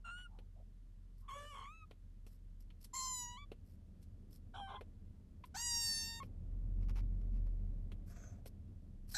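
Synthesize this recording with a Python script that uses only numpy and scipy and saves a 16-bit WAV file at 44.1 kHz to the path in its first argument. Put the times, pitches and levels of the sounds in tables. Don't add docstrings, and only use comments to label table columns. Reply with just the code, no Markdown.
import sys
import numpy as np
from scipy import signal
from scipy.fft import rfft, irfft, next_fast_len
from scipy.io import wavfile
from scipy.ndimage import uniform_filter1d

SR = 44100
rng = np.random.default_rng(int(sys.argv[2]) if len(sys.argv) > 2 else 0)


def master_out(mix):
    frames = np.transpose(np.atleast_2d(mix))
    ceiling = np.clip(frames, -1, 1)
    pcm = np.round(ceiling * 32767).astype(np.int16)
    wavfile.write(sys.argv[1], SR, pcm)


N = 404397
T = np.arange(N) / SR
TOP_HZ = 13100


def undb(db):
    return 10 ** (np.asarray(db) / 20)


def curves(table, t=T):
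    s, *columns = np.transpose(table)
    return [np.interp(t, s, column) for column in columns]


def unit(x):
    return x / np.sqrt(np.mean(x ** 2) + 1e-30)


def shape(x, gain):
    size = next_fast_len(len(x) + 2048)
    hz = np.fft.rfftfreq(size, 1 / SR) + 1
    return irfft(rfft(x, size) * gain(hz), size)[:len(x)]


def colour(x, tone):
    hz, db = np.transpose(tone)
    return shape(x, lambda f: undb(np.interp(np.log(f), np.log(hz), db)))


def band(x, lo_hz, hi_hz, order=12):
    return shape(x, lambda f: 1 / (1 + (lo_hz / f) ** order) / (1 + (f / hi_hz) ** order))


def walk(rate_hz, size=N):
    return unit(shape(rng.standard_normal(size), lambda f: 1 / (1 + (f / rate_hz) ** 4)))


def steady(x, seconds=0.068):
    power = np.abs(uniform_filter1d(x ** 2, int(seconds * SR)))
    return x / np.sqrt(power + 1e-5 * np.mean(x ** 2))


def gate(t, start, end, rise=0.0016, fall=0.0074):
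    return np.clip((t - start) / rise, 0, 1) * np.clip((end - t) / fall, 0, 1)


def ease(u):
    return np.sin(np.pi / 2 * np.clip(u, 0, 1)) ** 2


def spells(t, table):
    total = 0
    for start, length, amount in table:
        to_nearest_edge = np.minimum(t - start, start + length - t)
        total = total + amount * ease(3 * to_nearest_edge / length)
    return total


def add(out, start, x):
    i = max(int(start * SR), 0)
    out[i:i + len(x)] += x[:max(len(out) - i, 0)]


def glide_phase(hz):
    return 2 * np.pi * np.cumsum(hz) / SR


def swishes(table, tone, grain_db):
    out = np.zeros(N)
    for start, length, db in table:
        size = int(length * SR)
        grains = rng.standard_normal(size) * undb(grain_db * walk(220, size))
        add(out, start, unit(colour(grains, tone) * np.hanning(size)) * undb(db))
    return out


# (time [s], boom frequency [Hz])
ENGINE = [(0.0, 39.2), (0.76, 38.35), (2.71, 36.36), (5.23, 29.27), (5.92, 29.32), (6.21, 31.18),
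          (6.59, 40.29), (7.0, 42.23), (7.35, 40.9), (8.3, 31.81), (9.17, 30.24)]
# (start [s], rise [s], hold [s], fall [s], depth [0-1])
PUSHES = [(1.9, 0.4, .25, .3, 0.19), (5.9, 1, 0.51, 1.15, 0.88), (8.397, .7, .3, .5, 0.31)]
# (time [s], level [dB])
ROAD = [(0.0, -70.5), (1.94, -70.5), (4.36, -63.5), (5.69, -63.5), (6.92, -54.5), (9.17, -63.5)]
# (frequency [Hz], gain [dB])
RUMBLE_TONE = [(29, -27.5), (50, 0.5), (56, -4.5), (65, -8.5), (96, -5), (145, -25.5), (188, -19),
               (345, -37), (632, -44.5), (808, -54), (1720, -67), (2500, -61.5), (3250, -71), (5500, -120)]
HISS_TONE = [(530, -22.5), (900, -3), (2010, -5.5), (2410, -9.5), (2910, -7.5), (4110, -9.5),
             (13000, -15.5)]


def car(db_per_octave=9, shake=.25, hum_share=0.56, rumble_db=-.5, drone_db=1, hiss_db=-85):
    boom_db, boom_surge_db = -54, 19
    hum_step_hz, hum_db, hum_surge_db = 47, -59.5, 9
    (hz,), (road_db,) = curves(ENGINE), curves(ROAD)
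    throttle = 0
    for s, rise, hold, fall, depth in PUSHES:
        throttle = throttle + depth * (ease((T - s) / rise) - ease((T - s - rise - hold) / fall))
    hz = hz * (1 + .015 * walk(6))
    boom_level = boom_db + boom_surge_db * throttle + db_per_octave * np.log2(hz / np.median(hz))
    hum_level = hum_db + hum_surge_db * throttle + hum_share * (road_db - np.median(road_db))
    uneven = shake * (1 - throttle / 2)
    engine = 0
    for line_hz, db in ((hz, boom_level), (hz + hum_step_hz, hum_level)):
        phase = glide_phase(line_hz)
        in_phase = np.sin(phase) * (1 + uneven * walk(5))
        quadrature = uneven * walk(4.5) * np.cos(phase)
        engine = engine + undb(db) * (in_phase + quadrature)
    rumble = band(colour(rng.standard_normal(N), RUMBLE_TONE), 102, 2500, order=4)
    rumble = rumble / np.std(band(rumble, 111.7, 410)) * undb(rumble_db + walk(13.0))
    drone = unit(band(rng.standard_normal(N), 39, 90, order=7)) * undb(drone_db)
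    hiss = unit(colour(rng.standard_normal(N), HISS_TONE)) * undb(hiss_db)
    return engine + (rumble + drone) * undb(road_db) + hiss


def folds(hz, rasp, half, peak_hz, peak_db=7, peak_width_hz=550, tremor=.0036):
    size = len(hz)
    pitch = hz * (1 + .045 * rasp * walk(260, size) + tremor * walk(110, size))
    phase = glide_phase(pitch)
    buzz = 0
    for k in np.arange(1, 35) / 2:
        if k % 1 == 0:
            flutter = walk(150, size) + 1j * walk(150, size)
            partial = 1 + min(.5 * k, .8) * rasp * flutter
        else:
            partial = half * (.9 + .35 * (walk(35, size) + 1j * walk(35, size)))
        mouth_peak_db = peak_db / (1 + ((k * hz - peak_hz) / peak_width_hz) ** 2)
        db = mouth_peak_db + 3.2 * walk(9, size)
        audible = k * pitch < SR / 3
        buzz = buzz + audible * undb(db) * np.real(partial * np.exp(1j * k * phase))
    return buzz, phase


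# (start [s], length [s], added rasp [0-1])
RASPS = [(.055, .075, .2), (.16, .08, .22), (1.29, .24, .3), (1.5, .21, .8), (2.95, .17, .19),
         (4.53, .1, .5), (4.67, .13, .95), (5.58, .14, .07), (5.75, .15, .06)]
# (start [s], length [s], added share [0-1])
BREAKS = [(1.31, .28, .6), (2.93, .19, .3), (3.16, .1, .05), (4.66, .15, .1), (5.55, .1, .09)]


def mew(row, contour, tract):
    start, end, throat_db, sag_db, mouth_db, open_s, close_s, lost_db, from_hz, to_hz, onset_rasp, jet = row
    attack_s, release_s = 0.013, 0.03
    shut_db, closing_power, most_lost_db = 19.5, 1.65, 39
    settle_s, calm_rasp, calm_half = .036, .014, .01
    air, low_gain_db = 1.35, -1.5
    t = np.arange(start, end, 1 / SR)
    age, progress = t - start, (t - start) / (end - start)
    hz, low_db = curves(contour, t)
    onset = onset_rasp * np.exp(-(age / settle_s) ** 2 / 2)
    rasp = np.clip(calm_rasp + onset + spells(t, RASPS), 0, 1)
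    half = calm_half + spells(t, BREAKS)
    closing = np.clip(1 - (end - t) / close_s, 0, 1) ** closing_power
    jaw_db = -shut_db * np.exp(-age / open_s) - np.minimum(lost_db * closing, most_lost_db)
    buzz, phase = folds(hz, rasp, half, from_hz + (to_hz - from_hz) * progress)
    noise = rng.standard_normal(len(t)) * (1 + np.cos(phase))
    breath = air * rasp * band(noise, 800, SR / 2, order=3)
    forced_hiss = jet * undb(jaw_db / 2) * band(noise, 5700, 8600) * undb(3 * walk(25, len(t)))
    voice = colour(buzz + breath + forced_hiss, tract)
    split_hz = 1.3 * np.median(hz)
    fundamental = steady(band(voice, 412.6, split_hz, order=16))
    throat = steady(band(voice, split_hz, 3830, order=16))
    mouth = steady(band(voice, 4030, TOP_HZ, order=24))
    sound = (undb(low_db + low_gain_db) * fundamental
             + undb(throat_db - sag_db * progress ** 2) * throat
             + undb(mouth_db + jaw_db) * mouth)
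    out = np.zeros(N)
    add(out, start, sound * ease(age / attack_s) * ease((end - t) / release_s))
    return out


# (start [s], end [s], throat band [dB], its sag by the end [dB], open-mouth band [dB],
#        jaw opening time constant [s], jaw closing time [s], treble lost on closing, before its cap [dB],
#        mouth resonance at the start [Hz], at the end [Hz], rasp at the onset [0-1], forced hiss [gain])
MEWS = [(0.041, 0.281, -58.5, 5, -71.5, 0.0037, 0.056, 18, 8900, 8750, 0.17, 0),
        (1.277, 1.857, -61, 4, -67, 0.0091, 0.43, 23, 6900, 6400, 0.5, 0.056),
        (2.929, 3.459, -60.5, 1, -44, 0.0077, .29, 53, 7700, 6600, 0.71, 0.52),
        (4.534, 4.794, -57, 2.5, -74, 0.0036, 0.3, 13, 5500, 5310, 1, 0),
        (5.54, 6.214, -52.5, 2, -39, .045, 0.32, 21, 6300, 3990, .8, .2),
        (9.138, 9.2, -45.5, -6, -42.5, 0.0024, .01, 0, 4370, 4470, 1, .38)]
# (time [s], pitch [Hz], level of the lowest band before its gain [dB])
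CONTOUR_A = [(0.052, 1406, -49.5), (0.074, 1374, -50), (0.094, 1387, -46.5), (0.19, 1460, -55.5),
             (0.242, 1460, -64.5), (0.268, 1396, -49.5)]
CONTOUR_B = [(1.29, 1120, -50), (1.314, 1074, -48.5), (1.334, 1121, -47.5), (1.494, 1194, -60),
             (1.562, 1085, -51.5), (1.632, 1048, -50), (1.736, 1297, -63.5), (1.788, 1308, -87),
             (1.85, 1245, -53)]
CONTOUR_C = [(2.945, 1032, -48.5), (2.969, 1048, -47.5), (3.083, 1030, -47.5), (3.205, 985, -56.5),
             (3.263, 963.4, -55.5), (3.367, 983.7, -56.5), (3.383, 1137, -49), (3.407, 1150, -70),
             (3.445, 1153, -60)]
CONTOUR_D = [(4.547, 771, -53.5), (4.589, 818, -49.5), (4.621, 789, -47.5), (4.693, 772, -53.5),
             (4.709, 815.4, -53), (4.725, 771, -51.5), (4.771, 815, -52), (4.785, 818, -68)]
CONTOUR_E = [(5.552, 745, -48), (5.568, 852, -50), (5.578, 910, -66), (5.598, 929, -52),
             (5.642, 967.5, -60), (5.75, 936, -55.5), (5.958, 903.5, -71), (6.188, 923, -61.5),
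             (6.2, 908.7, -54)]
CONTOUR_F = [(9.145, 818, -58), (9.18, 820, -56)]
# (frequency [Hz], gain [dB])
TRACT_A = [(800, -3), (1400, -8), (2000, -18), (2900, -23), (3600, -16), (4200, -31), (5700, -32),
           (7300, -23), (8700, -20.5), (10200, -30), (13000, -46)]
TRACT_B = [(400, 22.5), (570, -0.5), (1150, 6), (1750, -7.5), (2350, -17), (3000, -4.5), (3580, -19),
           (3900, -23), (4600, -28.5), (7000, -25), (8500, -23), (10300, -23.5), (13000, -33)]
TRACT_C = [(550, -19), (1000, 17), (1500, -11.5), (2100, -8), (3100, -8.5), (3600, -13), (4200, 0),
           (5000, -6), (6200, -3.5), (7400, 1), (8500, -21), (10300, -11.5), (11800, -12), (13000, -17.5)]
TRACT_D = [(400, 9), (780, -3.5), (1100, 10), (1550, -9.5), (1900, -32), (2400, -22.5), (3100, -11.5),
           (3500, -8.5), (3900, -21), (4700, -36), (5500, -29), (7000, -28), (10200, -19.5), (13000, -60)]
TRACT_E = [(500, -29), (800, -12.5), (1300, -6), (1850, -8), (2300, -17.5), (2800, -14), (3700, -11.5),
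           (4600, -3.5), (6500, -6.5), (7500, -3.5), (8300, -9), (10200, -14), (11800, -16), (13000, -10.5)]
TRACT_F = [(800, -6), (1650, 1), (2400, -11), (3300, -16), (4150, 1), (5500, 1), (7800, 8), (9500, -11),
           (12000, -5)]


def mews():
    contours = CONTOUR_A, CONTOUR_B, CONTOUR_C, CONTOUR_D, CONTOUR_E, CONTOUR_F
    tracts = TRACT_A, TRACT_B, TRACT_C, TRACT_D, TRACT_E, TRACT_F
    return sum(mew(*call) for call in zip(MEWS, contours, tracts))


def side_branch(x, notch_hz=9350, width_hz=420, depth_db=-18):
    return shape(x, lambda f: undb(depth_db / (1 + ((f - notch_hz) / width_hz) ** 4)))


# (delay [ms], gain [ratio])
ECHOES = [(.9, 0.0654), (2.3, 0.024), (4.102, 0.12)]


def cabin(x, tail_db=-21, width_db=-1, t60=.13):
    t = np.arange(SR // 6) / SR
    tails = []
    for _ in range(2):
        decay = unit(rng.standard_normal(len(t)) * undb(-60 * t / t60)) / np.sqrt(len(t))
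        tails.append(signal.fftconvolve(x, decay)[:N])
    mid, side = tails
    near = x + sum(gain * np.interp(T - ms / 1000, T, x) for ms, gain in ECHOES)
    width = undb(width_db) * band(side, 5200, TOP_HZ) * np.array([[1], [-1]])
    return near + undb(tail_db) * (mid + width)


# (start [s], length [s], centre [Hz], level before the common gain [dB])
SCUFFS = [(0.256, .2, 865, -73.5), (0.526, 0.13, 644, -71.5), (1.202, 0.1, 1080, -76),
          (4.079, 0.37, 376.4, -76), (8.137, 0.4, 648, -74.5)]


def scuffs(gain_db=-3):
    out = np.zeros(N)
    for start, length, hz, db in SCUFFS:
        tone = [(hz / 2, -30), (hz, 0), (2 * hz, -40), (4 * hz, -70)]
        out += swishes([(start, length, db + gain_db)], tone, grain_db=-1.0)
    return out


# (start [s], lip tick [dB], jaw thump before its gain [dB], wet treble [dB])
SMACKS = [(0.387, -63, -59.5, -77), (1.91, -59.5, -58, -75), (2.265, -66.5, -62, -66.5),
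          (2.703, -64.5, -92, -84), (2.847, -69, -87, -60), (3.5169, -57, -49, -72),
          (4.0272, -79, -90, -70), (4.809, -56.5, -48, -72), (5.438, -56.5, -76, -79),
          (6.2289, -56.5, -54, -81), (7.9175, -58.5, -58, -71.5), (8.4581, -59.5, -55, -61.5)]
# (frequency [Hz], gain [dB])
SMACK_TONE = [(120, -21), (200, -8), (431, -3), (852, -14.5), (1150, -19), (1740, -25), (2840, -19.5),
              (3510, -25), (3830, -26.5), (4250, -25.5), (4640, -36), (6030, -38), (6810, -44),
              (9330, -40.5), (13000, -37)]


def smacks(jaw_s=.0075, lip_s=0.0066, wet_s=0.0097, jaw_gain_db=2):
    out, t = np.zeros(N), np.arange(SR // 8) / SR
    for start, lip_db, jaw_db, wet_db in SMACKS:
        # (low edge [Hz], high edge [Hz], decay time constant [s], level [dB])
        parts = ((199, 970, jaw_s, jaw_db + jaw_gain_db), (1020, 6000, lip_s, lip_db),
                 (5300, 12100, wet_s, wet_db))
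        for lo, hi, decay_s, level_db in parts:
            ring = steady(band(colour(rng.standard_normal(len(t)), SMACK_TONE), lo, hi, order=6))
            decay = np.exp(-t / decay_s) + .1 * np.exp(-t / .02)
            add(out, start, ring * undb(level_db) * decay * gate(t, 0, 1, rise=.001))
    return out


# (start [s], length [s], level [dB])
SNIFFS = [(1.16, 0.086, -82), (2.24, 0.15, -79.5), (2.59, 0.05, -76.5), (2.8, 0.05, -70),
          (2.835, 0.026, -60), (3.62, 0.16, -82.5), (4, 0.054, -83), (4.29, 0.11, -71), (5.435, 0.058, -74),
          (6.2, 0.085, -77.5), (8.05, 0.1, -73.5), (8.45, 0.046, -64), (9.07, 0.1, -59)]
# (frequency [Hz], gain [dB])
SNIFF_TONE = [(1200, -17), (2500, -15), (3400, -17), (4200, -11), (5300, -4), (6500, -15.5), (7800, -10),
              (9300, -11.5), (10600, -10), (11800, -2.5), (13000, -8.5)]


def sniffs():
    return swishes(SNIFFS, SNIFF_TONE, grain_db=4.5)


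# (start [s], length [s], pitch [Hz], level [dB])
SQUEAKS = [(4.674, 0.084, 1065, -58.5), (4.72, 0.082, 1028, -57), (5.438, 0.014, 1013, -53),
           (6.201, 0.033, 1091, -49)]


def squeaks(slope_db=-17, waver=0.012):
    out = np.zeros(N)
    for start, length, hz, db in SQUEAKS:
        t = np.arange(int(length * SR)) / SR
        phase = glide_phase(hz * (1 + waver * walk(160, len(t))))
        note = sum(undb(slope_db * np.log2(k)) * np.sin(k * phase) for k in range(1, 5))
        add(out, start, unit(note) * gate(t, 0, length) * undb(db))
    return out


# (start [s], length [s], level [dB])
PAWS = [(6.78, 0.089, -79), (6.875, 0.049, -65.5), (6.94, 0.08, -64), (7.21, 0.012, -76.5),
        (7.3, 0.12, -81.5), (7.455, 0.035, -78)]
# (frequency [Hz], gain [dB])
PAW_TONE = [(470, -39), (800, 2), (1010, -1.5), (1710, -7.5), (2340, -4.5), (3690, -14.5), (5360, -11),
            (7690, -24), (10300, -22), (13000, -20)]


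def paws():
    return swishes(PAWS, PAW_TONE, grain_db=3.5)


# (start [s], end [s], level [dB])
WHISPER = (8.06, 8.42, -67.5)
# (frequency [Hz], gain [dB])
WHISPER_TONE = [(410, 0.5), (700, 5), (791, -27), (962, -9), (1530, 1), (1770, -6.5), (2650, -11),
                (2890, -25), (3310, -14), (3880, -19.5), (5590, -13.5), (6240, -6.5), (8070, -13),
                (8680, -32), (13000, -20)]
# (start [s], length [s], from [Hz], to [Hz], level [dB])
WHISPER_HISS = (8.14, .22, 6600, 6100, -73)


def whisper(rise_s=.06, fall_s=0.18, flutter_db=2, whistle_width_hz=260):
    start, end, db = WHISPER
    breath = unit(colour(rng.standard_normal(N), WHISPER_TONE))
    air = breath * gate(T, start, end, rise_s, fall_s) * undb(db + flutter_db * walk(60))
    s, length, from_hz, to_hz, hiss_db = WHISPER_HISS
    size = int(length * SR)
    phase = glide_phase(np.linspace(from_hz, to_hz, size))
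    whistle = walk(whistle_width_hz, size) * np.cos(phase) + walk(whistle_width_hz, size) * np.sin(phase)
    add(air, s, unit(whistle * np.hanning(size)) * undb(hiss_db))
    return air


def scene():
    throat = side_branch(mews() + squeaks() + whisper())
    kitten = throat + smacks() + sniffs() + paws()
    return cabin(kitten + scuffs()) + car()


def record(dry):
    return signal.sosfilt(signal.ellip(10, .2, 70, TOP_HZ, fs=SR, output="sos"), dry)


dry = scene()
out = record(dry)
master_out(out)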